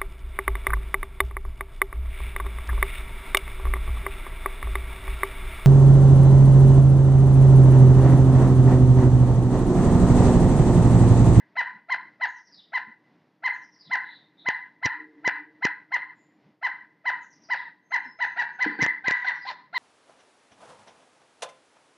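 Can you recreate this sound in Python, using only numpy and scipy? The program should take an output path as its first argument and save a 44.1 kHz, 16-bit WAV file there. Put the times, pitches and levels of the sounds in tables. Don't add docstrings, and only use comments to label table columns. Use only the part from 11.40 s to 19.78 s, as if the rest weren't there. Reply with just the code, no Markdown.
import sys
import numpy as np
from scipy import signal
from scipy.fft import rfft, irfft, next_fast_len
from scipy.io import wavfile

SR = 44100
rng = np.random.default_rng(int(sys.argv[2]) if len(sys.argv) > 2 else 0)


def pcm_store(signal):
    levels = np.round(np.clip(np.atleast_2d(signal), -1, 1) * 32767)
    wavfile.write(sys.argv[1], SR, levels.astype(np.int16).T)


N = 369558


def gain_of(db):
    return 10 ** (np.asarray(db) / 20)


def unit_level(x):
    return x / np.sqrt(np.mean(x ** 2) + 1e-20)


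def level_at(curve, hz):
    row_hz, row_db = np.transpose(curve)
    return np.interp(np.log(hz + 1), np.log(row_hz + 1), row_db)


def coloured(x, curve):
    size = next_fast_len(x.shape[-1] + 2048)
    gains = gain_of(level_at(curve, np.fft.rfftfreq(size, 1 / SR)))
    return irfft(rfft(x, size) * gains, size)[..., :x.shape[-1]]


def wander(count, rate_hz):
    size = next_fast_len(count + 4096)
    smoothing = np.exp(-(np.fft.rfftfreq(size, 1 / SR) / rate_hz) ** 2)
    return unit_level(irfft(rfft(rng.standard_normal(size)) * smoothing, size))[:count]


def add(mix, start_s, sound):
    start = round(start_s * SR)
    sound = sound[..., max(-start, 0):]
    part = mix[..., max(start, 0):][..., :sound.shape[-1]]
    part += sound[..., :part.shape[-1]]


def tree_echoes(fade, clump_db=2.5, clump_hz=70.5):
    delays, db = np.transpose(fade)
    t = np.arange(int(delays[-1] * SR)) / SR
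    echoes = rng.standard_normal(len(t)) * (rng.random(len(t)) < .1)
    echoes *= gain_of(np.interp(t, delays, db, left=-100) + clump_db * wander(len(t), clump_hz))
    return echoes / np.linalg.norm(echoes)


LEAD_S, JUMP_S = .028, .015
ONSET_DB = -10.5


def kuk_shape(lead_db, attack_s=.0096, swell_s=.015, release_s=.02):
    forced = np.interp(lead_db, [3, 11], [0, 1])
    honk_s = .036 + .0051 * forced
    lead_pitch = .64 + .11 * forced
    t = np.arange(-LEAD_S, honk_s + release_s, 1 / SR)
    attack = np.clip((t + LEAD_S) / attack_s, 0, 1)
    jump = np.sin(np.pi / 2 * np.clip(1 + t / JUMP_S, 0, 1)) ** 2
    fall = np.clip(t / honk_s, 0, 1)
    release = np.clip((t - honk_s) / release_s, 0, 1)
    pitch_share = lead_pitch + (1 - lead_pitch) * jump - .22 * fall ** 2.184 - .56 * release
    db = np.interp(t, [-JUMP_S, -JUMP_S / 2, swell_s, honk_s], [lead_db - 24, ONSET_DB, 0, -6])
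    db -= 41 * (release + (1 - attack) ** 2)
    rough = .07 * (1 - jump) + .017 * jump + .27 * fall ** 3 + .11 * forced
    return t, pitch_share, db, rough


# frequency in Hz, level in dB.
THROAT_COLOUR = [(350, -43), (650, -14), (850, -11), (1030, -11), (1230, -18), (1450, 0.5), (1750, -2),
                 (2030, 1.5), (2300, -18), (3050, -23), (3600, -39), (4100, -20.5), (4500, -36.5),
                 (7000, -53.5)]
# frequency in Hz, level in dB.
RASP_COLOUR = [(300, -30.5), (800, -1), (1900, -3.5), (2400, 4.5), (3300, -16), (5000, -17), (8000, -26)]


def kuk(top_hz, lead_db, beak_db, shrill_db, jitter=.11, shimmer=1.1, rasp_db=-9, breath=.01):
    t, pitch_share, db, rough = kuk_shape(lead_db)
    sway = .008 * wander(len(t), 60)
    hz = top_hz * pitch_share * (1 + sway + jitter * rough * wander(len(t), 960))
    cycles = np.cumsum(hz) / SR
    harmonic = np.arange(1, 9)[:, None]
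    tone_hz = harmonic * hz
    tone_db = level_at(THROAT_COLOUR, tone_hz)
    tone_db += beak_db * np.exp(-((tone_hz - 2040) / 780) ** 2)
    tone_db += shrill_db * np.exp(-((tone_hz - 3900) / 330) ** 2)
    tone_db += (harmonic == 1) * 5 * np.clip(.5 - t / JUMP_S, 0, 1)
    upper = harmonic > 2
    tone_db += upper * .58 * np.minimum(db - ONSET_DB, 0)
    wobbles = np.array([wander(len(t), 450) for _ in harmonic])
    blur = upper * 4 * (rough + breath) * np.sqrt(harmonic) * wobbles
    voice = np.sqrt(2) * (gain_of(tone_db) * np.sin(2 * np.pi * harmonic * cycles + blur)).sum(0)
    voice *= 1 + shimmer * rough * wander(len(t), 280)
    airflow = unit_level(coloured(rng.standard_normal(len(t)), RASP_COLOUR))
    rasp = gain_of(rasp_db) * (breath + rough) * airflow
    return (voice + rasp) * gain_of(db)


# time of the top pitch in seconds, top pitch in Hz, level in dB,
# far echo in dB compared with the call.
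CALLS = [(-.19, 1029, -18.5, -11.5), (.178, 1026, -14, -10.5), (0.509, 1057, -13.5, -15),
         (.822, 1016, -15.5, -12.5), (1.344, 1028, -16.5, -11.5), (2.047, 1050, -16.5, -8),
         (2.521, 1044, -16, -9.5), (3.07, 1031, -16.5, -9.5), (3.439, 1033, -16, -9.5),
         (3.856, 1038, -16.5, -10.5), (4.234, 1032, -15.5, -12.5), (4.53, 1039, -16.5, -12),
         (5.238, 1036, -15.5, -11), (5.666, 1019, -14.5, -9.5), (6.111, 1017, -15.5, -9.5),
         (6.53, 1032, -16, -9.5), (6.812, 993, -16, -8.5), (6.986, 980, -16.5, -9.5),
         (7.212, 1030, -19, -7.5), (7.411, 1028, -18.5, -10), (7.665, 1036, -21, -3.5),
         (7.867, 1030, -21.5, -8), (8.074, 1035, -16, -15), (8.352, 1045, -16, -11)]
# time in seconds, then boosts in dB for the lead-in,
# the ring of the beak and the shrill edge.
VOICE_CHANGES = [(0.199, 3, -4, -1), (4.2, -6.5, 0.5, -1), (5.301, -0.5, -4, -5.5), (6.6, 2.5, -2, 0.5),
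                 (6.9, 6.5, -3, 3.5), (7.409, 12, 6.5, 5.5), (7.869, 16, 2, 9), (8.069, 11.5, -17, 4),
                 (8.35, 5, -4.5, 12.5)]
# delay in seconds, level in dB.
NEAR_ECHOES = [(.0115, -18), (.0165, -10), (.0235, -15), (.031, -21)]
# delay in seconds, level in dB.
FAR_ECHO_SHAPE = [(.004, -6), (.02, 0.5), (.045, 3), (.07, 2.5), (.11, -6), (.16, -11), (.19, -19.5),
                  (.24, -29), (.4, -39), (.6, -55.5)]
# frequency in Hz, boost in dB.
WOOD_COLOUR = [(500, -11.5), (1000, 5.5), (2000, 3.5), (3000, -3.5), (4100, -.5), (6000, -5.5),
               (9000, -10.5)]


def woodpecker(near_db=-3.5, far_db=-3):
    direct, far = np.zeros((2, N))
    times, *boosts = np.transpose(VOICE_CHANGES)
    for top_s, top_hz, db, echo_db in CALLS:
        lead_db, beak_db, shrill_db = (np.interp(top_s, times, boost) for boost in boosts)
        call = gain_of(db) * kuk(top_hz, lead_db, beak_db, shrill_db)
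        echo = signal.fftconvolve(call, tree_echoes(FAR_ECHO_SHAPE))
        add(direct, top_s - LEAD_S, call)
        add(far, top_s - LEAD_S, gain_of(echo_db) * echo)
    near = direct.copy()
    for delay_s, db in NEAR_ECHOES:
        add(near, delay_s, gain_of(db) * direct)
    return gain_of(near_db) * near, gain_of(far_db) * coloured(far, WOOD_COLOUR)


# frequency in Hz, relative level in dB.
AIR_COLOUR = [(25, -29), (60, -18), (100, -6.5), (170, 1.5), (300, -1.5), (450, -8.5), (750, -9.5),
              (1000, -10.5), (1300, -17.5), (2000, -14.5), (2500, -21.5), (5000, -29.5), (7500, -40),
              (10000, -37), (15000, -42)]


def outdoor_air(level_db=-66):
    return gain_of(level_db) * unit_level(coloured(rng.standard_normal(N), AIR_COLOUR))


# pitch in Hz, relative level in dB.
HUM_TONES = [(304, 1.5), (380, -15), (455, -11)]
# time in seconds, level in dB.
HUM_SWELL = [(0, -81.5), (3.5, -72), (3.62, -53.5), (4.05, -57), (4.3, -67.5), (6.2, -75)]


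def far_hum(waver_hz=16):
    t = np.arange(N) / SR
    hum = np.zeros(N)
    for hz, db in HUM_TONES:
        angle = 2 * np.pi * hz * t
        hum += gain_of(db) * (wander(N, waver_hz) * np.cos(angle) + wander(N, waver_hz) * np.sin(angle))
    return gain_of(np.interp(t, *np.transpose(HUM_SWELL))) * hum


def soft_note(hz, buzz):
    cycles = np.cumsum(hz * (1 + buzz * wander(len(hz), 500))) / SR
    return np.sqrt(2) * np.sin(2 * np.pi * cycles) * signal.windows.tukey(len(hz), .8)


# start in seconds, pitch in Hz, level in dB.
BUMPS = [(.33, 218.4, -60.5), (1.458, 228, -55.5), (2.458, 176.7, -55), (5.042, 188, -60),
         (6.642, 250, -53.5)]


def far_bumps(length_s=.067):
    bumps = np.zeros(N)
    for start_s, hz, db in BUMPS:
        add(bumps, start_s, gain_of(db) * soft_note(np.full(int(length_s * SR), hz), buzz=.25))
    return bumps


# start in seconds, stretch of the note spacing, boost in dB.
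SONGS = [(0.866, 0.86, -0.5), (2.123, 0.92, -2.5), (5.806, 1, 0), (7.745, 0.91, -4.5)]
# seconds into it before stretching, top pitch in Hz, level in dB.
PHRASE_NOTES = [(0, 6730, -61), (0.086, 5940, -58), (0.201, 5690, -56.5), (.282, 5000, -49.5),
                (0.344, 3930, -51)]
# start in seconds, length in seconds, pitch in Hz, level in dB,
# buzz as a share of the pitch.
WHISTLES = [(2.605, .22, 3860, -54.5, 0.053), (2.963, 0.08, 3810, -53.5, 0.043),
            (4.73, .16, 7140, -72, 0.017), (6.406, 0.21, 6350, -66.5, 0.0041),
            (6.624, 0.098, 5240, -62, 0.0057), (6.756, 0.18, 6290, -64, 0.0072),
            (7.102, 0.086, 6350, -71, 0.0069), (7.285, .11, 4570, -59.5, .02)]


def songbirds(note_s=.051, whistle_sag=.015, direct_db=-11, echo_s=.34):
    song = np.zeros(N)
    arch = 1 - .16 * (2 * (np.linspace(0, 1, int(note_s * SR)) - .3)) ** 2
    for start_s, stretch, song_db in SONGS:
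        for after_s, top_hz, db in PHRASE_NOTES:
            note = soft_note(top_hz * arch, buzz=.04)
            add(song, start_s + after_s * stretch, gain_of(song_db + db) * note)
    for start_s, length_s, hz, db, buzz in WHISTLES:
        sag = 1 + whistle_sag * np.linspace(.5, -.5, int(length_s * SR))
        add(song, start_s, gain_of(db) * soft_note(hz * sag, buzz))
    trees = tree_echoes([(0, 0), (.03, -5), (echo_s, -55)])
    return gain_of(direct_db) * song + signal.fftconvolve(song, trees)[:N]


# start in seconds, peak level in dB.
THUMPS = [(7.257, -22.5), (7.385, -27.5)]
# pitch in Hz, relative level in dB, seconds to fade by 60 dB.
THUMP_TONES = [(216, -7, 0.073), (308.6, -1, 0.1), (462, -4.5, 0.046)]


def far_thump(rise_s=.0059, echo_db=-6, echo_s=.55):
    t = np.arange(SR // 4) / SR
    ring = sum(gain_of(db - 60 * t / fade_s) * np.sin(2 * np.pi * hz * t)
               for hz, db, fade_s in THUMP_TONES)
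    ring *= 1 - np.exp(-(t / rise_s) ** 2)
    thumps = np.zeros(N)
    for start_s, db in THUMPS:
        add(thumps, start_s, gain_of(db) * ring / abs(ring).max())
    trees = tree_echoes([(0, 0), (echo_s, -60)])
    return thumps + gain_of(echo_db) * signal.fftconvolve(thumps, trees)[:N]


def scene(balance_db=.3, echo_width_db=-23, air_width_db=-26, air_swell_db=2.2):
    near, far = woodpecker()
    bird = (near + far) * gain_of([[balance_db], [-balance_db]])
    side = gain_of(echo_width_db) * signal.hilbert(far, next_fast_len(N)).imag[:N]
    side += gain_of(air_width_db) * outdoor_air()
    distant = songbirds() + far_thump() + far_bumps()
    air = outdoor_air() * gain_of(air_swell_db * wander(N, 3.9))
    return bird + np.array([side, -side]) + distant + air + far_hum()


# start in seconds, length in seconds,
# which peaks flip (1 for the upper ones, -1 for the lower).
POPS = [(3.0878, .0006, 1), (3.4579, .0052, 1), (3.8774, .0008, -1), (3.878, .0008, 1),
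        (4.2513, 0.0009, -1), (4.2527, .0013, 1), (7.4249, .003, 1), (7.4295, .005, 1), (7.4636, .00057, 1),
        (7.683, .0009, 1), (7.711, .0006, 1)]


def overload(sound, ceiling_db=-16.5, flip_from=.12, flip_depth=1.645):
    ceiling = gain_of(ceiling_db)
    drive = sound / ceiling
    flattened = drive / (1 + abs(drive) ** 16) ** (1 / 16)
    upper, lower = np.zeros((2, N))
    for start_s, length_s, side in POPS:
        add(upper if side > 0 else lower, start_s, np.ones(int(length_s * SR)))
    flips = np.where(flattened > 0, upper, -lower) * np.minimum(abs(flattened) / flip_from, 1) ** 2
    return ceiling * (flattened - flip_depth * flips)


# frequency in Hz, level in dB.
MIC_COLOUR = [(20, -42), (60, -19), (120, -1), (250, 0), (5500, 0), (7200, -6), (8200, -25), (9200, -39),
              (12500, -36), (14300, -36)]


def record(dry, mirror_hz=16200, mirror_db=-58.5, hiss_db=-94, cutoff_hz=15100):
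    sound = coloured(overload(dry), MIC_COLOUR)
    sound *= 1 + 2 * gain_of(mirror_db) * np.cos(2 * np.pi * mirror_hz * np.arange(N) / SR)
    sound += gain_of(hiss_db) * rng.standard_normal(N)
    treble_cut = signal.firwin(511, cutoff_hz, window=("kaiser", 9), fs=SR)
    return signal.oaconvolve(sound, treble_cut[None], "same")


dry = scene()
out = record(dry)
pcm_store(out)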